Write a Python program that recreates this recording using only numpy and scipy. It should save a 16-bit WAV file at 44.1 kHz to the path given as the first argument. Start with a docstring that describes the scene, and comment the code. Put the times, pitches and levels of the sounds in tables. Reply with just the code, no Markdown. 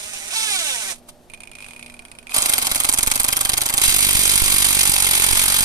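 """In a yard beside a brick wall, a cordless impact driver sinks a long screw into a hard plank, close by.
Its snapping, whining gears are pulses, noise and harmonics that follow the motor speed and sag under load.
It stalls and creeps on with small ticks (clicks and ringing tones); then the hammer strikes, first slowly,
then at full speed: bursts of noise coloured like steel, with the ringing plank and its clattering frame.
Blows jolt the microphone with low pushes; behind it all are open air (noise) and a far machine's hum (tones)."""
import sys
import numpy as np
from scipy import signal
from scipy.fft import rfft, irfft, next_fast_len
from scipy.io import wavfile
from scipy.ndimage import uniform_filter1d, map_coordinates

SR = 44100
rng = np.random.default_rng(int(sys.argv[2]) if len(sys.argv) > 2 else 0)


def master_out(mix):
    """Clip the mix to full scale and print it as 16-bit PCM to the path in sys.argv[1]."""
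    frames = np.transpose(np.atleast_2d(mix))
    ceiling = np.clip(frames, -1, 1)
    pcm = np.round(ceiling * 32767).astype(np.int16)
    wavfile.write(sys.argv[1], SR, pcm)


N = 248988

# motor speed before the creep, free and then sagging under load: (time [s], speed [turns per second])
FREE_MOTOR = [(0, 203), (.1, 213.6), (.15, 196), (.175, 214.3), (.21, 195.3), (.3, 211.7), (.35, 447),
              (.46, 436.5), (.53, 398), (.6, 339.5), (.75, 240.1), (.93, 172.3)]
# hammering at full throttle: (time [s], rate [blows per second])
HAMMER_RATE = [(3.8141, 46.91), (3.9, 47.6), (4.35, 48.83), (4.6, 48.55), (4.8, 47.68), (5.2, 45.29),
               (5.4, 46.81), (5.65, 47.28)]
# single blows at part throttle: (time [s], level [dB], thump at the microphone [dB])
SLOW_BLOWS = [(2.343, -11, -59), (2.363, -4.5, -51), (2.381, -5, -32.5), (2.421, -5, -50), (2.458, -4, -43),
              (2.494, -4, -38), (2.535, -3.5, -39), (2.58, -4.5, -38), (2.624, -5, -39), (2.668, -3.5, -40),
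              (2.714, -5, -29), (2.757, -4.5, -34), (2.801, -5.5, -36), (2.845, -4, -36),
              (2.889, -3, -33.5), (2.937, -4.5, -34), (2.985, -3.5, -30), (3.029, -4.5, -31.5),
              (3.072, -4, -26.5), (3.114, -4, -32), (3.156, -3.5, -37), (3.198, -2.5, -31),
              (3.242, -3, -34), (3.283, -3.5, -34), (3.326, -4, -32), (3.367, -3.5, -37), (3.408, -4, -37),
              (3.45, -3.5, -33), (3.492, -2.5, -31), (3.533, -4, -31), (3.575, -3, -36), (3.616, -4, -33),
              (3.658, -4.5, -39), (3.697, -3.5, -37.5), (3.738, -4, -29.5), (3.778, -2.5, -38)]
# uneven slips of the bit in the screw head, as the creep starts and as it ends: (time [s], level [dB])
UNEVEN_SLIPS = [(1.299, -29), (1.336, -23), (1.345, -26), (1.404, -22.5), (1.434, -23.5), (1.4728, -26.5),
                (1.5147, -24.5), (1.5521, -21.5), (2.269, -24), (2.294, -22), (2.319, -17.5)]
# regular slips in between, ever slower: (time [s], rate [slips per second])
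CREEP_RATE = [(1.585, 52.057), (1.65, 50.275), (1.76, 33.179), (1.9, 25.728), (1.98, 17.93), (2.24, 12)]
# colour of the struck steel: (frequency [Hz], left level [dB], right level [dB])
STEEL_COLOUR = [(286, -26.5, -16.5), (1150, -18, -15.5), (1810, -21, -14.5), (2290, -11.5, -11.5),
                (3140, -14.5, -16), (3430, -9.5, -9), (5870, -12.5, -13.5), (6750, -10, -8),
                (7500, -41, -10), (7720, -7.5, -9.5), (9100, -16, 1.5), (10620, -8.5, -10),
                (11100, -6.5, -12), (15200, -22.5, -25)]
# ringing of case, bit and screw: (frequency [Hz], width [Hz], level [dB])
CASE_RINGING = [(1130, 68, -1), (2147, 180, 0), (2650, 480, 1), (3160, 55, 10.5), (3954, 81, 0.5),
                (4820, 300, -2)]
SLOW_MOTOR_HZ = 235  # motor turns per second from the creep until full throttle
TURNS_PER_BLOW = 10  # motor turns for each blow at full throttle
STALL_S = 0.925  # when the motor stalls


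def amp(db):
    """Turn decibels into a gain."""
    return 10 ** (np.asarray(db) / 20)


def unit(x):
    """Scale to an rms (average strength) of 1."""
    return x / np.sqrt(np.mean(x ** 2) + 1e-20)


def curve(rows):
    """Draw straight lines between (time [s], value) rows, one value per sample."""
    return np.interp(np.arange(N) / SR, *np.transpose(rows))


def wobble(rate):
    """A smooth random curve through `rate` random points a second."""
    return map_coordinates(rng.standard_normal(int(N * rate / SR) + 4), [np.arange(N) * rate / SR])


def seconds(length):
    """A time axis of the given length, in seconds."""
    return np.arange(int(length * SR)) / SR


def noise(t):
    """Stereo white noise, one value per side for each point of t."""
    return rng.standard_normal((2, len(t)))


def add(track, s, sound):
    """Mix a sound into a stereo track, starting at time s."""
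    part = track[:, max(round(s * SR), 0):][:, :sound.shape[-1]]
    part += sound[..., :part.shape[1]]


def convolve(x, response):
    """Pass x through a stereo impulse response."""
    return signal.fftconvolve(np.atleast_2d(x), response, axes=1)[:, :N]


def filtered(x, order, hz, kind):
    """Pass x through a Butterworth filter: low, high or band."""
    return signal.sosfilt(signal.butter(order, hz, kind, fs=SR, output="sos"), x)


def colour(points, peaks=(), size=8192):
    """A stereo impulse response with the given spectrum and resonances, unit energy on average per side."""
    hz = np.fft.rfftfreq(size, 1 / SR)
    f, *sides = np.transpose(points)
    gain = amp([np.interp(np.log(hz + 1), np.log(f), side) for side in sides])
    ringing = sum(amp(db) ** 2 * 2 / (1 + (2 * (hz - centre) / width) ** 2) for centre, width, db in peaks)
    gain = gain * np.sqrt(1 + ringing)
    # folding the cepstrum makes the response start at once, with nothing before it
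    cepstrum = irfft(np.log(gain)) * (1 + np.sign(size / 2 - np.arange(size)))
    cepstrum[:, 0] /= 2
    return unit(irfft(np.exp(rfft(cepstrum)))) / np.sqrt(size)


def burst(t, rise, t60):
    """A loudness shape with peak 1 that swells, then dies by 60 dB in t60 seconds."""
    shape = (1 - np.exp(-(t / rise) ** 2)) * amp(-60 * t / t60)
    return shape / shape.max()


def port_pair(x, lag):
    """The tool is nearer the right port of the microphone, so the left one hears it lag seconds later."""
    return np.array([np.roll(x, round(lag * SR)), x])


def same_wave(x, share, corner_hz, lag):
    """Mostly below corner_hz, both ports share part of the same wave, the left one lag seconds later."""
    size = next_fast_len(N + SR // 10, real=True)
    left, right = rfft(x, size)
    hz = np.fft.rfftfreq(size, 1 / SR)
    alike = np.clip(share, 0, 1) / (1 + (hz / corner_hz) ** 2)
    delayed = right * np.exp(-2j * np.pi * hz * lag)
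    left = np.sqrt(1 - alike) * left + np.sqrt(alike) * delayed
    return irfft([left, right], size)[:, :N]


def tinted(x, depth_db, tilt_db, count=12):
    """Give x a treble tilt and a smooth random colour across the spectrum."""
    spectrum = rfft(x)
    knots = depth_db * rng.standard_normal(count) + tilt_db * np.linspace(0, 1, count)
    tint = np.interp(np.linspace(0, count - 1, spectrum.shape[1]), np.arange(count), knots)
    return irfft(spectrum * unit(amp(tint)), x.shape[1])


def train(rate, db, scatter_db):
    """Rows (time [s], level [dB]) of repeating contacts; the bit seats now better, now worse."""
    t = np.arange(N) / SR
    active = (t >= rate[0][0]) & (t < rate[-1][0] + .005)
    at = np.flatnonzero(np.diff(np.ceil(np.cumsum(curve(rate) * active) / SR)))
    chance = rng.standard_normal((len(at), 2))
    seating = chance[:, 1] + .5 * wobble(14)[at]
    return np.c_[at / SR + .00005 * chance[:, 0], db + scatter_db * seating]


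def background(air_db):
    """Open air is coloured noise; a far machine's hum is a few tones that waver in level and phase."""
    # (frequency [Hz], left level [dB], right level [dB])
    air_colour = [(25, -0.5, 10), (80, 1, -3.5), (202, -5.5, -3.5), (480, -7.5, -8.5), (700, -9.5, -1.5),
                  (1440, -17, -25.5), (5000, -26, -23.5), (14000, -27, -38)]
    # distant hum: (frequency [Hz], level [dB])
    hum_tones = [(120, -75.5), (241, -56.5), (360, -67.5), (599, -66.5)]
    t = np.arange(N) / SR
    a, b, c = rng.standard_normal((3, N))
    air = amp(air_db) * unit(convolve(np.array([a + 0.5 * b, a + 0.4 * c]), colour(air_colour)))
    hum = np.zeros(N)
    for hz, db in hum_tones:
        level = amp(db + 3.6 * wobble(5.73)) * np.sqrt(2)
        hum += level * np.sin(2 * np.pi * hz * t + 1.4 * wobble(3.28))
    return air + hum


def motor_speed():
    """Turns per second: a drawn curve first, then steady, then geared to the hammer's rate."""
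    t = np.arange(N) / SR
    loaded = np.where(t < HAMMER_RATE[0][0], SLOW_MOTOR_HZ, TURNS_PER_BLOW * curve(HAMMER_RATE))
    return np.where(t < UNEVEN_SLIPS[0][0], curve(FREE_MOTOR), loaded)


def whine(turns, waver_db, waver_rate=60, count=14):
    """Motor harmonics swell and break up, each alone, as they slide through the housing's resonances."""
    # loudness of a harmonic by where it falls: (frequency [Hz], level [dB])
    housing = [(150, -21), (330, -8), (450, -10), (620, 0), (820, -3), (1150, -3), (1650, 1.5), (2300, 1),
               (3600, 2.5), (6000, -5)]
    speed = curve(FREE_MOTOR)
    total = np.zeros(N)
    for k in range(1, count + 1):
        level_db = np.interp(k * speed, *np.transpose(housing)) + waver_db * wobble(waver_rate)
        phase = 2 * np.pi * (k * turns + rng.random()) + .5 * wobble(waver_rate)
        total += amp(level_db) * np.cos(phase)
    return total


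def running_gain(base_db, db_per_octave, stall_db_per_s):
    """The free-running gears grow louder with speed and the wood's drag, and die quickly at the stall."""
    # drag of the wood as the screw bites deeper: (time [s], level [dB])
    drag = [(0, 2.5), (.06, 1), (.115, -2), (.135, 3), (.2, 0.5), (.24, 2), (.28, 1), (.335, 1), (.36, 3),
            (.46, 0.5), (.5, 4), (.54, 4.5), (.58, 4), (.7, 6.5), (.78, 6.5), (.92, 8.5)]
    t = np.arange(N) / SR
    octaves = np.log2(curve(FREE_MOTOR) / FREE_MOTOR[0][1])
    fall_db = stall_db_per_s * np.maximum(t - STALL_S, 0)
    return amp(base_db + db_per_octave * octaves + curve(drag) - fall_db)


def straining_gain(rest_db, db_per_slip_rate):
    """Loaded gears: nudged, scraping faintly as the screw creeps, then surging at each trigger squeeze."""
    # short nudges of the stalled gears: (time [s], length [s], level [dB])
    nudges = [(0.96, 0.02, -53), (0.988, 0.0074, -47), (1.093, 0.014, -37), (2.309, .012, -37),
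              (2.32, 0.018, -45)]
    # trigger squeezes under load: (time of the top [s], rise [dB/s], settled level [dB], surge [dB], settling [s])
    squeezes = [(2.348, 1100, -33, 11.5, 0.44), (3.844, 177, -21, 5.5, 0.056)]
    t = np.arange(N) / SR
    slip_rate = np.interp(t, *np.transpose(CREEP_RATE), left=0, right=0)
    smooth_rate = uniform_filter1d(slip_rate, size=SR // 12)
    gain = amp(rest_db + db_per_slip_rate * smooth_rate) * (t > STALL_S)
    for s, length, db in nudges:
        gain = gain + amp(db) * np.exp(-2 * ((t - s) / length) ** 2)
    for s, rise, db, surge_db, settle in squeezes:
        surge = surge_db * np.exp(-np.maximum(t - s, 0) / settle)
        gain = np.maximum(gain, amp(db + surge - rise * np.maximum(s - t, 0)))
    return gain


def slack(dip_db, middle_s, half_width_s):
    """After each slow blow the gears run slack until the hammer's spring winds up: a dip in level."""
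    t, times = np.arange(N) / SR, np.transpose(SLOW_BLOWS)[0]
    since = t - times[np.maximum(np.searchsorted(times, t) - 1, 0)]
    return amp(dip_db * np.exp(-((since - middle_s) / half_width_s) ** 2))


def gears(click_db, tooth_db, rub_db, scatter_db, whine_db, whine_db_per_octave,
          growl_db, murmur_db, murmur_fade_db_per_s):
    """Gears snap twice a motor turn and whine; teeth chatter in between and the screw rubs in the wood."""
    # (frequency [Hz], left level [dB], right level [dB])
    gear_colour = [(101, -33, -33), (367, -11, -8), (756, -6.5, -6), (1590, -14.5, -11), (2440, -10, -5.5),
                   (3820, -6, -5.5), (4430, -8.5, -9), (5900, -9, -2), (7700, -10, -3), (8160, -8, -1.5),
                   (9200, -14, 3), (10300, -11, -9), (11400, -10, -14), (14600, -25, -25)]
    # ringing of the gearbox while it runs freely: (frequency [Hz], width [Hz], level [dB])
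    gearbox_ringing = [(830, 75, -13), (1520, 70, 3.5), (2300, 180, 0), (3550, 83, -3), (3980, 81, -1),
                       (5940, 120, -8)]
    speed = motor_speed()
    # the motor turns unevenly, most of all at low speed: share of its speed, idling and fast
    flutter = np.interp(speed, [FREE_MOTOR[0][1], 2 * FREE_MOTOR[0][1]], [.014, .003])
    turns = np.cumsum(speed * (1 + flutter * wobble(110))) / SR

    at = np.flatnonzero(np.diff(np.floor(2 * turns)))
    snaps = np.zeros(N)
    snaps[at] = amp(scatter_db * rng.standard_normal(len(at)))
    snaps = unit(port_pair(snaps, lag=0.00036))
    # about 1800 random tooth contacts a second
    teeth = unit((rng.random((2, N)) < 1800 / SR) * rng.standard_normal((2, N)))
    rub = unit(rng.standard_normal((2, N)) * amp(0.46 * np.cos(2 * np.pi * turns)))

    # chatter and rubbing are mostly treble, so the motor's low harmonics stand clear
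    scrape = filtered(amp(tooth_db) * teeth + amp(rub_db) * rub, 1, 2400, "high")
    scrape = same_wave(scrape, share=0.24, corner_hz=3980, lag=0.00018)
    whine_gain = amp(whine_db + whine_db_per_octave * np.log2(speed / speed.max()))
    whining = whine_gain * unit(port_pair(whine(turns, waver_db=4), lag=0.00015))
    running = convolve(amp(click_db) * snaps + scrape + whining, colour(gear_colour, gearbox_ringing))
    running = running * running_gain(base_db=-35, db_per_octave=7.5, stall_db_per_s=752)
    running = running * amp(0.97 * wobble(108.9))

    straining = filtered(amp(-19.0) * snaps + amp(-4.5) * teeth + amp(-1.0) * rub, 1, 600, "high")
    straining = same_wave(straining, share=0.47, corner_hz=3960, lag=0.00018)
    straining = convolve(straining, colour(STEEL_COLOUR, CASE_RINGING))
    # at part throttle the gear train also growls low in its case
    growl = unit(filtered(teeth + rub, 2, [600, 1500], "band"))
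    straining = straining + amp(growl_db) * growl * (speed <= SLOW_MOTOR_HZ)
    straining = straining * straining_gain(rest_db=-65, db_per_slip_rate=0.3038)
    straining = straining * slack(dip_db=-4.5, middle_s=.016, half_width_s=.008) * amp(2.7 * wobble(190))

    # from the first slip on, the motor mutters in its case, ever fainter
    mutter = unit(filtered(snaps + .5 * teeth, 2, [560, 1600], "band"))
    mutter = mutter * amp(murmur_db + 4.6 * wobble(23.3))
    creeping = np.arange(N) / SR - UNEVEN_SLIPS[0][0]
    return running + straining + mutter * (creeping > 0) * amp(-murmur_fade_db_per_s * creeping)


def ticks(slips, ring_hz, ring_t60, ring_db, click_db, catch_db, split=0.025):
    """Each slip of the bit clicks and rings the screw in two close modes; halfway on, it catches faintly."""
    # colour of the bit: (frequency [Hz], left level [dB], right level [dB])
    bit_colour = [(300, -30, -21), (965, -13.5, -14), (1880, -21, -13.5), (2320, -8, 2), (3270, -11.5, -12),
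                  (5460, -21, -18.5), (8000, -25, -15), (9300, -16, -0.5), (10650, -20, -23),
                  (14000, -33, -31)]
    clicks, rings, t = np.zeros((2, N)), np.zeros((2, N)), seconds(0.08)
    catches = (slips[1:] + slips[:-1]) / 2 + [0, catch_db]
    for s, db in np.r_[slips, catches]:
        click = burst(t, rise=0.00027, t60=0.022) * noise(t)
        add(clicks, s, amp(db + click_db) * click)
        pair = ring_hz * np.array([[1], [1 - split]]) * (1 + .008 * rng.standard_normal((2, 1)))
        pair_gain = amp([[0], [-5]] + 2 * rng.standard_normal((2, 1)))
        tone = (pair_gain * np.sin(2 * np.pi * (pair * t + rng.random((2, 1))))).sum(axis=0)
        add(rings, s, amp(db + ring_db) * burst(t, rise=0.0027, t60=ring_t60) * tone)
    return convolve(clicks, colour(bit_colour)) + rings * amp([[-3], [1]])


def stall_tones():
    """The nearly stalled motor sings in thin tones as it holds against the screw before the hammering."""
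    # (frequency [Hz], level [dB])
    partials = [(985, -73), (1480, -65), (1653, -75)]
    # start, full, still full and end of the singing: (time [s])
    singing_times = [1.9, 2.0, 2.24, 2.3]
    t = np.arange(N) / SR
    tones = np.zeros(N)
    for hz, db in partials:
        level = amp(db + 2 * wobble(22)) * np.sqrt(2)
        tones += level * np.sin(2 * np.pi * hz * t + .5 * wobble(22))
    return port_pair(tones * np.interp(t, singing_times, [0, 1, 1, 0]), lag=0.00013)


def hammer(blows, steel_db, rise, t60, slide_db, bounce_s, bounce_db, bounce_t60, rattle_db, tint_db, tilt_db):
    """The jaws slide in, crack on the anvil and bounce once, duller; loose parts rattle afterwards."""
    steel, t, lead = np.zeros((2, N)), seconds(.04), seconds(0.013)
    for s, db in blows:
        # the scrape of the slide swells until just after the blow begins
        slide = amp(60 * (lead - lead[-1]) / 0.022) * noise(lead)
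        add(steel, s + 0.0009 - lead[-1], amp(db + slide_db + 1.0 * rng.standard_normal()) * slide)
        # the jaws never meet quite alike
        crack = burst(t, rise * amp(1.3 * rng.standard_normal()), t60) * tinted(noise(t), tint_db, tilt_db)
        add(steel, s + .0002 * rng.standard_normal(), amp(db + steel_db) * crack)
        bounce = burst(t, rise=0.00076, t60=bounce_t60) * tinted(noise(t), tint_db, tilt_db=9)
        bounce_at = s + bounce_s * (1 + .08 * rng.standard_normal())
        add(steel, bounce_at, amp(db + bounce_db + 1.07 * rng.standard_normal()) * bounce)
        rattle = burst(t, rise=0.00044, t60=0.026) * noise(t)
        rattle_at = s + rng.uniform(0.016, 0.038)
        add(steel, rattle_at, amp(db + rattle_db + 1.0 * rng.standard_normal()) * rattle)
    steel = same_wave(steel, share=0.84, corner_hz=3860, lag=0.00017)
    return convolve(steel, colour(STEEL_COLOUR, CASE_RINGING))


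def plank(blows, contacts, ring_db, bend_db, clatter_db, clatter_t60, likeness, low_hz):
    """Blows ring the plank's modes; the frame clatters much alike each time, so fast blows buzz."""
    # modes of the plank and its frame: (frequency [Hz], level [dB], time to fall 60 dB [s])
    wood_modes = [(123.3, -15, 0.33), (252, 2, 0.061), (340.6, 0, 0.074), (583, -12, 0.023),
                  (630, -6, 0.013), (828, 7, 0.019), (947, 4, 0.019), (1155, -1.5, 0.043),
                  (1330, -1, 0.034)]
    wood, clatter, t = np.zeros((2, N)), np.zeros((2, N)), seconds(.1)
    hz, mode_db, mode_t60 = np.transpose(wood_modes)[:, :, None]
    bending = (hz > 200) & (hz < 400)
    signs = (-1) ** np.arange(len(wood_modes))[:, None]
    decay = signs * amp(mode_db + bend_db * bending - 60 * t / mode_t60)
    lean = wobble(4.11)  # the hand's changing push retunes the plank a little
    shaken = np.zeros(len(t))
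    for delay, db in contacts:
        shaken += amp(db) * burst(np.maximum(t - delay, 0), rise=0.00019, t60=clatter_t60)
    # likeness is the share of the clatter that repeats from one blow to the next
    share, joints = np.clip(likeness, 0, .99), noise(t)
    for s, db in blows:
        modes = np.sin(2 * np.pi * hz * (1 + 0.017 * lean[int(s * SR)]) * t) * decay
        mode_gain = amp(1.05 * rng.standard_normal((len(wood_modes), 1)))
        knock = (modes * mode_gain).sum(axis=0) * (1 - np.exp(-t / 0.0023))
        add(wood, s, amp(db + ring_db) * port_pair(knock, lag=0.00017))
        joints = share * joints + np.sqrt(1 - share ** 2) * noise(t)
        # at full throttle the frame clatters 3.5 dB a second louder as the screw pulls it tight
        tighten_db = 3.5 * max(s - HAMMER_RATE[0][0], 0)
        add(clatter, s, amp(db + clatter_db + tighten_db) * shaken * joints)
    clatter = filtered(clatter, 2, [low_hz, 1750], "band")
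    return wood * amp([[-1], [1]]) + same_wave(clatter, share=0.81, corner_hz=4000, lag=0.00031)


def jolts(slow, fast, slow_db, fast_db, slow_knock_db, fast_knock_db, left_db, relax, corner_hz):
    """Blows shake the microphone: a short knock, stronger on the right, then a recoil that relaxes."""
    # extra heavy jolts: (time [s], left push [dB], right push [dB], knock [dB])
    heavy_jolts = [(3.881, -33, -14.5, -23), (4.066, -34, -24, -23), (4.15, -16.5, -40, -22),
                   (4.19, -39, -30, -22), (4.356, -40, -28, -15), (4.419, -30, -8.5, -37),
                   (4.541, -42, -19.5, -21), (4.707, -42, -30, -19), (4.768, -42, -35, -18),
                   (4.893, -37, -24, -14), (5.089, -45, -38, -16), (5.109, -45, -33, -34),
                   (5.199, -45, -35, -17), (5.309, -46, -16, -34), (5.33, -48, -13, -24),
                   (5.459, -37, -32, -23), (5.606, -49, -19, -21)]
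    out, t = np.zeros((2, N)), seconds(0.1)
    knock_s, knock_left_db = 0.0021, -25.5
    knock = np.sin(np.pi * np.minimum(t / knock_s, 1)) * amp([[knock_left_db], [0]])

    def recoil(time):
        """A push that crosses zero and swings back to rest."""
        return (t / time - 1) * np.exp(-t / time)

    for blows, recoil_db, knock_db in ((slow, slow_db, slow_knock_db), (fast, fast_db, fast_knock_db)):
        for s, db in blows:
            add(out, s, amp(db + knock_db + 2 * rng.standard_normal()) * knock)
            scatter_db = [[4], [1.5]] * rng.standard_normal((2, 1))
            push_db = db + recoil_db + np.array([[left_db], [0]]) + scatter_db
            add(out, s + knock_s, amp(push_db) * recoil(relax))
    for s, left, right, knock_db in heavy_jolts:
        add(out, s, amp(knock_db) * knock)
        add(out, s + knock_s, amp([[left], [right]]) * recoil(0.029))
    return filtered(out, 2, corner_hz, "low")


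def clacks(db, rise, t60):
    """The bit jumps between blows and drops back into the screw head with a short, bright snap."""
    # (time [s], level [dB])
    bit_drops = [(2.371, -19), (2.526, -9), (2.617, -14), (2.659, -15), (2.7475, -9), (2.836, -12),
                 (2.926, -10.5), (2.976, -10.5), (3.063, -14), (3.1474, -10), (3.233, -11), (3.315, -14),
                 (3.44, -27), (3.5236, -16), (3.6074, -15), (3.689, -8), (3.7726, -9)]
    out, t = np.zeros((2, N)), seconds(0.024)
    for s, drop_db in bit_drops:
        snap = burst(t, rise, t60) * tinted(noise(t), depth_db=-4.0, tilt_db=19)
        add(out, s, amp(drop_db + db) * snap)
    return convolve(out, colour(STEEL_COLOUR, CASE_RINGING))


def yard(x, tail_db, tail_t60, smear):
    """Rough bricks smear each early echo, a short diffuse tail follows; echoes shift as the tool moves."""
    # answers of the wall and the ground: (delay [s], level [dB])
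    early_echoes = [(.0043, -11), (.0098, -20)]
    t = seconds(.2)

    def cloud(rise, t60):
        """A swelling and dying cloud of noise with unit energy on average per side."""
        return unit(burst(t, rise, t60) * noise(t)) / np.sqrt(len(t))

    out, places = x.copy(), np.linspace(0, N, 13)
    for place in places:
        response = amp(tail_db) * cloud(0.018, tail_t60)
        for delay, db in early_echoes:
            add(response, delay, amp(db) * cloud(smear / 20, smear))
        # fade from one set of echoes to the next
        nearness = np.clip(1 - np.abs(np.arange(N) - place) / places[1], 0, 1)
        out += convolve(x * np.sqrt(nearness), response)
    return out


def scene():
    """Driver, screw and plank in the yard, with the shaken microphone and the background."""
    # contacts within one slow blow that shake the frame: (time after the blow [s], level [dB])
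    slow_contacts = [(0, 0.5), (.003, -7), (.0075, -4), (0.0106, 1)]
    # the same within one fast blow: (time after the blow [s], level [dB])
    fast_contacts = [(0, 1), (.0045, -0.98), (0.0099, -2)]
    slips = np.r_[UNEVEN_SLIPS, train(CREEP_RATE, db=-24.3, scatter_db=1.2)]
    slips = slips[np.argsort(slips[:, 0])]
    times, blow_db, thump_db = np.transpose(SLOW_BLOWS)
    slow = np.c_[times, blow_db]
    fast = train(HAMMER_RATE, db=-6.5, scatter_db=0.0)

    tool = gears(click_db=-13.0, tooth_db=-0.5, rub_db=-1, scatter_db=4, whine_db=-3, whine_db_per_octave=4.5,
                 growl_db=-10.5, murmur_db=-55.5, murmur_fade_db_per_s=5)
    tool = tool + ticks(slips, ring_hz=2470, ring_t60=.04, ring_db=-13.5, click_db=-7.0, catch_db=-11.0)
    tool = tool + stall_tones()
    tool = tool + hammer(slow, steel_db=-.5, rise=0.0011, t60=0.017, slide_db=-14, bounce_s=0.005,
                         bounce_db=-4.5, bounce_t60=0.013, rattle_db=-16, tint_db=3.0, tilt_db=16)
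    tool = tool + hammer(fast, steel_db=-0.84, rise=0.0021, t60=0.023, slide_db=-22, bounce_s=.005,
                         bounce_db=-4.0, bounce_t60=0.016, rattle_db=-23, tint_db=2.5, tilt_db=15)
    tool = tool + plank(slow, slow_contacts, ring_db=-27.5, bend_db=-2.5, clatter_db=-12.0,
                        clatter_t60=0.029, likeness=0.74, low_hz=673)
    tool = tool + plank(fast, fast_contacts, ring_db=-30.5, bend_db=1, clatter_db=-12.0,
                        clatter_t60=0.021, likeness=.92, low_hz=790)
    tool = tool + clacks(db=5, rise=0.00041, t60=0.0061)
    shake = jolts(np.c_[times, thump_db], fast, slow_db=11.0, fast_db=-14.5, slow_knock_db=-3,
                  fast_knock_db=-21.0, left_db=-15.5, relax=0.02, corner_hz=493.0)
    return yard(tool, tail_db=-20, tail_t60=0.11, smear=0.0097) + shake + background(air_db=-50.0)


def record(dry):
    """The loudest cracks are rounded off at full scale; a steep filter removes the highest treble."""
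    top_hz = 14350
    rounded = dry / (1 + np.abs(dry) ** 6) ** (1 / 6)
    size = next_fast_len(N + SR // 10, real=True)
    hz = np.fft.rfftfreq(size, 1 / SR)
    return irfft(rfft(rounded, size) / np.sqrt(1 + (hz / top_hz) ** 220), size)[:, :N]


dry = scene()
out = record(dry)
master_out(out)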